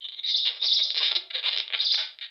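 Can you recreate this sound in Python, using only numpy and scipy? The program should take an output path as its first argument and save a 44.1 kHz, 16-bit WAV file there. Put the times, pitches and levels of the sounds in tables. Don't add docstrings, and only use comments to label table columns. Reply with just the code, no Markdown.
import sys
import numpy as np
from scipy import signal
from scipy.fft import rfft, irfft
from scipy.io import wavfile
from scipy.ndimage import uniform_filter1d

SR = 44100
rng = np.random.default_rng(int(sys.argv[2]) if len(sys.argv) > 2 else 0)


def transcribe(signal):
    frames = np.atleast_2d(signal).T
    limited = np.clip(frames, -1, 1)
    pcm = np.round(limited * 32767).astype(np.int16)
    wavfile.write(sys.argv[1], SR, pcm)


N = 101429


def from_db(db):
    return 10 ** (np.asarray(db) / 20)


def unit_rms(x):
    return x / np.sqrt(np.mean(x ** 2) + 1e-20)


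def at_hz(points, hz):
    freqs, values = np.transpose(points)
    return np.interp(np.log(hz + 1), np.log(freqs), values)


def drift(corner_hz):
    pole = np.exp(-2 * np.pi * corner_hz / SR)
    smooth = signal.lfilter([1], [1, -2 * pole, pole * pole], rng.standard_normal(2 * N))
    return unit_rms(smooth[N:])


def minimum_phase(db_at, size=4096):
    hz = np.fft.rfftfreq(size, 1 / SR)
    cepstrum = irfft(np.log(from_db(db_at(hz))))
    cepstrum[1:size // 2] *= 2
    cepstrum[size // 2 + 1:] = 0
    return irfft(np.exp(rfft(cepstrum)))


def coloured(x, spectrum):
    return signal.fftconvolve(x, minimum_phase(lambda hz: at_hz(spectrum, hz)))[:len(x)]


def add(out, start_s, x):
    start = max(int(start_s * SR), 0)
    out[start:start + len(x)] += x[:max(N - start, 0)]


# frequency in Hz, gain in dB.
SLIP_SPECTRUM = [(100, -42.5), (200, -22), (400, -12.5), (780, -15.5), (1000, -10), (1330, -16.5),
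                 (1650, -15), (2500, -5.5), (3150, -1.5), (3750, -1), (5500, -1.5), (15000, -17.5)]
# frequency in Hz, share of the band's gain in dB.
BASS_BAND = [(1100, 1), (1700, 0)]
MID_BAND = [(1100, 0), (1700, 1), (2400, 1), (3500, 0)]
POCKET_MODES = [(1, 1), (2, 0.33), (3, 0.8)]
# time in seconds, skin resonance in Hz, low edge in Hz,
# fizz above the top edge in dB.
SKIN_STRETCH = [(0, 3280, 230, 3.5), (0.121, 3920, 230, 1.5), (0.471, 3695, 450, -1.5),
                (.985, 4130, 400, -7), (1.02, 3590, 400, 0.5), (1.166, 3990, 380, -0.5),
                (1.35, 3860, 500, 0.5), (1.441, 3565, 520, 5.5), (1.5, 4040, 430, 1), (1.74, 3300, 480, -1),
                (1.8, 3820, 560, 2.5), (2.25, 3810, 620, 4)]


def slip_pulse(time_s, bass_db, mid_db, top_hz, pocket_hz=1000, pocket_db=0):
    ring_db, ring_width_hz = 8.5, 442
    pocket_width = .14
    low_cut_db, low_cut_octaves = 20, .65
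    top_cut_db, top_width_hz = 39, 910
    times, *columns = np.transpose(SKIN_STRETCH)
    ring_hz, low_hz, fizz_db = (np.interp(time_s, times, column) for column in columns)

    def db_at(hz):
        grip = bass_db * at_hz(BASS_BAND, hz) + mid_db * at_hz(MID_BAND, hz)
        ring = ring_db / (1 + ((hz - ring_hz) / ring_width_hz) ** 2)
        pocket = sum(share * pocket_db / (1 + ((hz / pocket_hz - multiple) / pocket_width) ** 2)
                     for multiple, share in POCKET_MODES)
        low_cut = low_cut_db * np.clip(np.log2(low_hz / (hz + 1)) / low_cut_octaves, 0, 1)
        above_top = np.maximum(hz - top_hz, 0) / top_width_hz
        top_cut = (top_cut_db - fizz_db) * (1 - np.exp(-above_top ** 2))
        return at_hz(SLIP_SPECTRUM, hz) + grip + ring + pocket - low_cut - top_cut
    pulse = minimum_phase(db_at)
    return pulse / np.linalg.norm(pulse)


# start in seconds, length in seconds, slips per second, unevenness from 0 to 1,
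# first, halfway and last levels in dB, bass and mid-band gains in dB, top edge in Hz,
# pocket resonance in Hz, its boost in dB.
SLIP_RUNS = [ (.007, 0.052, 580, .6, -48.5, -45, -47, -25, -10.5, 3970, 1026, 17),
             (0.0436, 0.024, 573, 0.08, -34, -39, -39, -15, -13, 3640, 1005, 14.5),
             (0.086, 0.055, 273, 0.51, -34.5, -54, -44.5, -24, -13.5, 3840, 1020, 12.5),
             (.121, 0.032, 350, 0.58, -39.5, -48.5, -34.5, -15, -6, 4100, 1076, 15.5),
             (0.16, 0.038, 544, .4, -52, -44.5, -35, -10, -14.5, 3700, 2080, 15.5),
             (.232, 0.078, 406, 0.47, -42, -36.5, -36, -15, -6, 4400, 2150, 14),
             (.451, 0.043, 643, 0.39, -31, -23, -29, -11.5, -4, 4220, 950, 9),
             (.497, 0.091, 375, 0.68, -36, -44, -41.5, 3, 4, 4950, 494.3, 5),
             (0.615, 0.057, 464, 0.51, -39, -30.5, -39.5, 3, -6, 5000, 2400, 7.5),
             (0.786, 0.029, 370, 0.39, -39.5, -31, -47, 3.5, -0.5, 5260, 2250, 11),
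             (0.852, 0.071, 290, 0.48, -37.5, -46, -46.5, -0.5, -14, 5090, 660, 9),
             (0.976, 0.022, 450, 0.15, -22.5, -26.5, -28.5, -9, 1.5, 5050, 2110, -2.5),
             (1.003, 0.028, 635, 0.52, -29, -28.5, -27.5, 5, 3, 4920, 984, 2),
             (1.03, 0.084, 530, 0.29, -24.5, -26, -37, -6.5, 2.5, 4905, 2870, 0.5),
             (1.112, 0.0096, 690, .3, -28.5, -22.5, -24, 3, 3, 4750, 990, 2.5),
             (1.1522, 0.026, 317, 0.13, -24.5, -21, -34.5, -0.5, -0.5, 5000, 3900, 4.5),
             (1.185, 0.06, 240, 0.54, -42, -61, -61, -5, -11.5, 4700, 362, 9),
             (1.302, .011, 710, 0.16, -44, -34, -33, -1.5, 11.5, 4400, 2260, -3.5),
             (1.333, .036, 660, 0.47, -40.5, -25.5, -33, -3, 2.5, 4340, 550, 6),
             (1.372, 0.046, 312, 0.45, -36, -32.5, -59, -1.5, 2, 4450, 547, 9.5),
             (1.429, 0.034, 810, .5, -34.5, -30, -28.5, 6.5, 5.5, 4410, 2590, 6),
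             (1.46, 0.032, 710, 0.52, -27.5, -28, -21.5, -1.5, 2, 4550, 1040, 7),
             (1.5, 0.053, 382, 0.54, -34.5, -31, -30.5, -1, 3, 4650, 3070, 3.5),
             (1.559, 0.044, 473, 0.66, -34, -41, -33, 3, 2.5, 4780, 3000, 12),
             (1.612, 0.058, 520, 0.53, -37.5, -46, -55, -11.5, -1, 4400, 2690, 17),
             (1.754, 0.091, 372, 0.67, -42, -32, -31, -5, -6.5, 4510, 1635, 8.5),
             (1.923, .024, 550, .25, -36.5, -44, -22.5, 2.5, 7, 5050, 1030, 2.5),
             (1.977, .048, 510, .5, -34, -29.5, -38.5, 8, 6.5, 5180, 1570, 10),
             (2.024, 0.044, 476, 0.62, -36, -37.5, -46, 0.5, 7.5, 4900, 1640, 3),
             (2.072, 0.077, 400, 0.49, -41.5, -50.5, -58, -8.5, -3, 4800, 1590, 10),
             (2.211, 0.058, 500, 0.68, -38.5, -39, -44.5, -8.5, 8.5, 4300, 2530, -3)]


def creaks(max_slips=128, spread_db=1):
    out = np.zeros(N)
    for start_s, length_s, rate, uneven, first_db, halfway_db, last_db, *grip in SLIP_RUNS:
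        gap_draws, size_draws = rng.standard_normal((2, max_slips))
        progress = np.linspace(0, 1, int(length_s * SR))
        gaps = np.exp(uneven * gap_draws - uneven ** 2 / 2)
        onsets = np.searchsorted(rate * length_s * progress, np.cumsum(gaps) - gaps[0])
        onsets = onsets[onsets < len(progress)]
        slips = np.zeros(len(progress))
        slips[onsets] = unit_rms(from_db(spread_db * uneven * size_draws[:len(onsets)]))
        force = from_db(np.interp(progress, [0, .5, 1], [first_db, halfway_db, last_db]))
        drive = slips * force * np.sqrt(SR / rate)
        add(out, start_s, signal.fftconvolve(drive, slip_pulse(start_s + length_s / 2, *grip)))
    return out


# start in seconds, peak in dB, bass and mid-band gains in dB, top edge in Hz.
SINGLE_SLIPS = [(0.0864, -25.5, -7, -5.5, 3990), (0.6439, -13, -15.5, -9.5, 4900),
                (.9045, -11.5, -10.5, -4, 4870), (0.9457, -16.5, 0.5, -4, 4830),
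                (0.952, -17.5, -10, -2, 5080), (.9580, -15.5, -13.5, 3.5, 5030),
                (0.9655, -15, 3, 0.5, 5040), (0.9714, -15.5, -0.5, -6, 5030),
                (1.1280, -18.5, 10.5, 3.5, 4850), (1.5314, -15, -14.5, -0.5, 4650),
                (1.564, -15, 4.5, 1, 4820), (1.5751, -9.5, -7.5, 2.5, 4910), (1.5849, -12, -5.5, -2, 5200),
                (1.6018, -9.5, -3.5, 2, 4880), (1.6794, -22.5, -1, -0.5, 4400),
                (1.703, -23, 11.5, 15.5, 3800), (1.7128, -30.5, 14, 16, 3900),
                (1.7255, -18.5, 1.5, 11.5, 4000), (1.7267, -24.5, 1.5, 6, 4000),
                (1.7346, -16.5, 1, 7, 4100), (1.7370, -13.5, 4.5, 11.5, 4100), (1.7415, -13.5, 4, 15, 4200),
                (1.7442, -14.5, 2.5, 5.5, 4200), (1.7487, -10.5, 4, 13.5, 4200), (1.75, -16, 5, 1.5, 4200),
                (2.188, -26.5, -8, 9, 4650)]


def snaps():
    out = np.zeros(N)
    for start_s, peak_db, *grip in SINGLE_SLIPS:
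        pulse = slip_pulse(start_s, *grip)
        add(out, start_s, from_db(peak_db) * pulse / np.abs(pulse).max())
    return out


def sliding_contact(hz, roughness, flutter_db=1.5):
    flutter = from_db(roughness * flutter_db * drift(corner_hz=300))
    local_power = uniform_filter1d(flutter ** 2, size=600)
    phase = 2 * np.pi * np.cumsum(hz) / SR
    return flutter * np.sqrt(2 / local_power) * np.sin(phase)


# time in seconds, centre pitch in Hz, drive level in dB,
# roughness from 0 to about 1.
SLIDES = [
    [(.230, 3677, -46, 0.26), (.248, 3803, -25, 0), (.268, 4206, -30.5, 0.53), (.295, 3800, -26.5, 0.92),
     (.315, 4290, -24, 0.59), (.333, 3914, -31, 0.84), (.346, 3632, -21.5, 0.34), (.372, 5084, -21.5, 0.52),
     (.384, 3740, -26, 0.79), (.415, 3776, -27, 0.43), (.452, 3774, -31, 1), (.49, 4315, -34.5, 0.96)],
    [(.595, 3714, -42, 0.31), (.616, 3625, -34.5, 0.31), (.627, 3830, -20.5, 0.2),
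     (.637, 4652, -25.5, 0.24), (.652, 5420, -32, 0.63), (.667, 4630, -17, 0.31), (.676, 4650, -18.5, 0.2),
     (.685, 3635, -23, 0.59), (.703, 4310, -24, 0.63), (.722, 3574, -19.5, 0.39), (.735, 4686, -18.5, 0.58),
     (.753, 5450, -19.5, 0.37), (.766, 3822, -19, 0.4), (.803, 3764, -28, 0.8), (.818, 3647, -20, 0.26),
     (.838, 4722, -22.5, 0.69), (.860, 4110, -29, 0.69), (.935, 3937, -37, 1)],
    [(1.788, 3724, -35.5, 0.25), (1.805, 3764, -21, 0.15), (1.818, 4713, -25, 0.27),
     (1.836, 5277, -41, 0.64), (1.850, 4865, -21, 0.37), (1.860, 4792, -19, 0.23), (1.868, 3785, -23, 0.65),
     (1.895, 4090, -29.5, 0.84), (1.911, 3547, -19.5, 0.42), (1.923, 4848, -17, 0.24),
     (1.940, 4625, -26, 0.74), (1.957, 3805, -19.5, 0.53), (1.975, 4168, -29.5, 1.03),
     (2.060, 4076, -37.5, 0.65)],
]
SLIDE_TOPS_HZ = [5240, 5550, 5350]
# frequency in Hz, gain in dB.
SQUEAL_SPECTRUM = [(100, -53), (350, -35.5), (1000, -28.5), (1400, -32), (2000, -18.5), (2800, -9),
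                   (3200, -7.5), (3500, 1), (4200, -2), (4650, -1), (5500, -4.5), (6100, 0), (6280, -23),
                   (7500, -40.5), (10000, -30), (15000, -26.5)]
SHAKEN_SKIN_SPECTRUM = [(100, -48), (190, -21.5), (240, -9), (330, -21.5), (600, 5.5), (830, -2), (1050, 3),
                        (1250, -16.5), (1500, -24.5), (2100, 0.5), (3000, 4), (6000, -30)]


def squeals():
    regrips_per_s, regrip_uneven, regrip_sweep_hz = 110, .39, 1470
    finger_db, finger_wobble_hz, wobble_corner_hz = -3.5, 437, 560
    thumb_db, thumb_hz, thumb_wobble_hz, thumb_follows = -1, 4660, 657.3, .42
    top_width_hz, above_top_db, shaken_db = 36, -11.5, -36.5
    t = np.arange(N) / SR
    tone, shake = np.zeros((2, N))
    for slide, top_hz in zip(SLIDES, SLIDE_TOPS_HZ):
        times, *columns = np.transpose(slide)
        hz, db, roughness = (np.interp(t, times, column) for column in columns)
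        sliding = 1. * ((t > times[0]) & (t < times[-1]))
        force = from_db(db) * uniform_filter1d(sliding, size=200)
        regrip_rate = regrips_per_s * np.exp(regrip_uneven * drift(regrips_per_s))
        zigzag = .5 * signal.sawtooth(2 * np.pi * np.cumsum(regrip_rate) / SR, width=.7)
        swing_hz = regrip_sweep_hz * zigzag + finger_wobble_hz * drift(wobble_corner_hz)
        finger = sliding_contact(hz + roughness * swing_hz, roughness)
        thumb_glide_hz = thumb_hz + thumb_follows * (hz - thumb_hz)
        thumb = sliding_contact(thumb_glide_hz + thumb_wobble_hz * drift(wobble_corner_hz), roughness)
        both = force * (from_db(finger_db) * finger + from_db(thumb_db) * roughness * thumb)
        tone += coloured(both, [(top_hz, 0), (top_hz + top_width_hz, above_top_db)])
        shake += force
    skin_noise = unit_rms(coloured(rng.standard_normal(N), SHAKEN_SKIN_SPECTRUM))
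    return coloured(tone, SQUEAL_SPECTRUM) + from_db(shaken_db) * shake * skin_noise


# start in seconds, pitch in Hz, glide in Hz, level of the decay at its
# start in dB, swell time constant in seconds, time to fall 60 dB in seconds.
PUSHES = [(.28, 236, -1, -52.5, 0.0088, 0.15), (1.0, 1120, -200, -30, 0.012, .1),
          (1.108, 957, -1.5, -48, 0.0077, 0.049), (1.165, 351, -3, -47, 0.0059, 0.23),
          (1.22, 673, -0.5, -52.5, 0.06, 0.59), (1.342, 533, -20.5, -30, 0.019, .13),
          (1.461, 987, 73, -26.5, 0.015, 0.086), (1.574, 446, -79, -47, 0.0076, 0.19)]


def air_hums(size=16000, glide_s=.04):
    out, t = np.zeros(N), np.arange(size) / SR
    for start_s, hz, glide_hz, db, swell_s, t60_s in PUSHES:
        pitch_hz = hz + glide_hz * np.minimum(t / glide_s, 1)
        envelope = from_db(db - 60 * t / t60_s) * (1 - np.exp(-t / swell_s))
        add(out, start_s, envelope * np.sin(2 * np.pi * np.cumsum(pitch_hz) / SR))
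    return out


def skin_scatter(x, size=2048, t60_s=.015, level_db=-7.5):
    tail = rng.standard_normal(size) * from_db(-60 * np.arange(size) / SR / t60_s)
    return x + from_db(level_db) * signal.fftconvolve(x, tail / np.linalg.norm(tail))[:N]


def tube_echoes(x, round_trip_s=.00799, trip_gain=.45, first_echo_db=-12):
    delay = np.exp(-2j * np.pi * np.fft.rfftfreq(2 * N, 1 / SR) * round_trip_s)
    echoes = irfft(rfft(x, 2 * N) * delay / (1 - trip_gain * delay))[:N]
    return x + from_db(first_echo_db) * echoes


# frequency in Hz, time to fall 60 dB in seconds.
REVERB_TIMES = [(300, 0.55), (1000, 0.4), (2500, 0.33), (4000, 0.23), (8000, 0.24)]
CUTOFF_HZ = 15800


def room_reverb(x, size=20000, delay_s=.004, level_db=-10):
    t, tail = np.arange(size) / SR, np.zeros(size)
    edges_hz = np.geomspace(100, CUTOFF_HZ, 8)
    for low, high in zip(edges_hz, edges_hz[1:]):
        bandpass = signal.butter(2, [low, high], "band", fs=SR, output="sos")
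        t60_s = at_hz(REVERB_TIMES, np.sqrt(low * high))
        tail += signal.sosfilt(bandpass, rng.standard_normal(size)) * from_db(-60 * t / t60_s)
    tail *= t > delay_s
    return from_db(level_db) * signal.fftconvolve(x, tail / np.linalg.norm(tail))[:N]


# frequency in Hz, relative level in dB.
HISS_SPECTRUM = [(25, 4.5), (60, -4.5), (100, 9.5), (150, -2), (400, 4), (2000, -1), (8000, -8),
                 (15000, -13.5)]


def hiss(level_db=-78):
    return from_db(level_db) * unit_rms(coloured(rng.standard_normal(N), HISS_SPECTRUM))


def scene():
    friction = creaks() + snaps() + squeals()
    rubber = tube_echoes(skin_scatter(friction))
    return (rubber + hiss() + room_reverb(rubber) + air_hums())[None]


def record(dry):
    return signal.sosfilt(signal.ellip(10, .1, 70, CUTOFF_HZ, fs=SR, output="sos"), dry)


dry = scene()
out = record(dry)
transcribe(out)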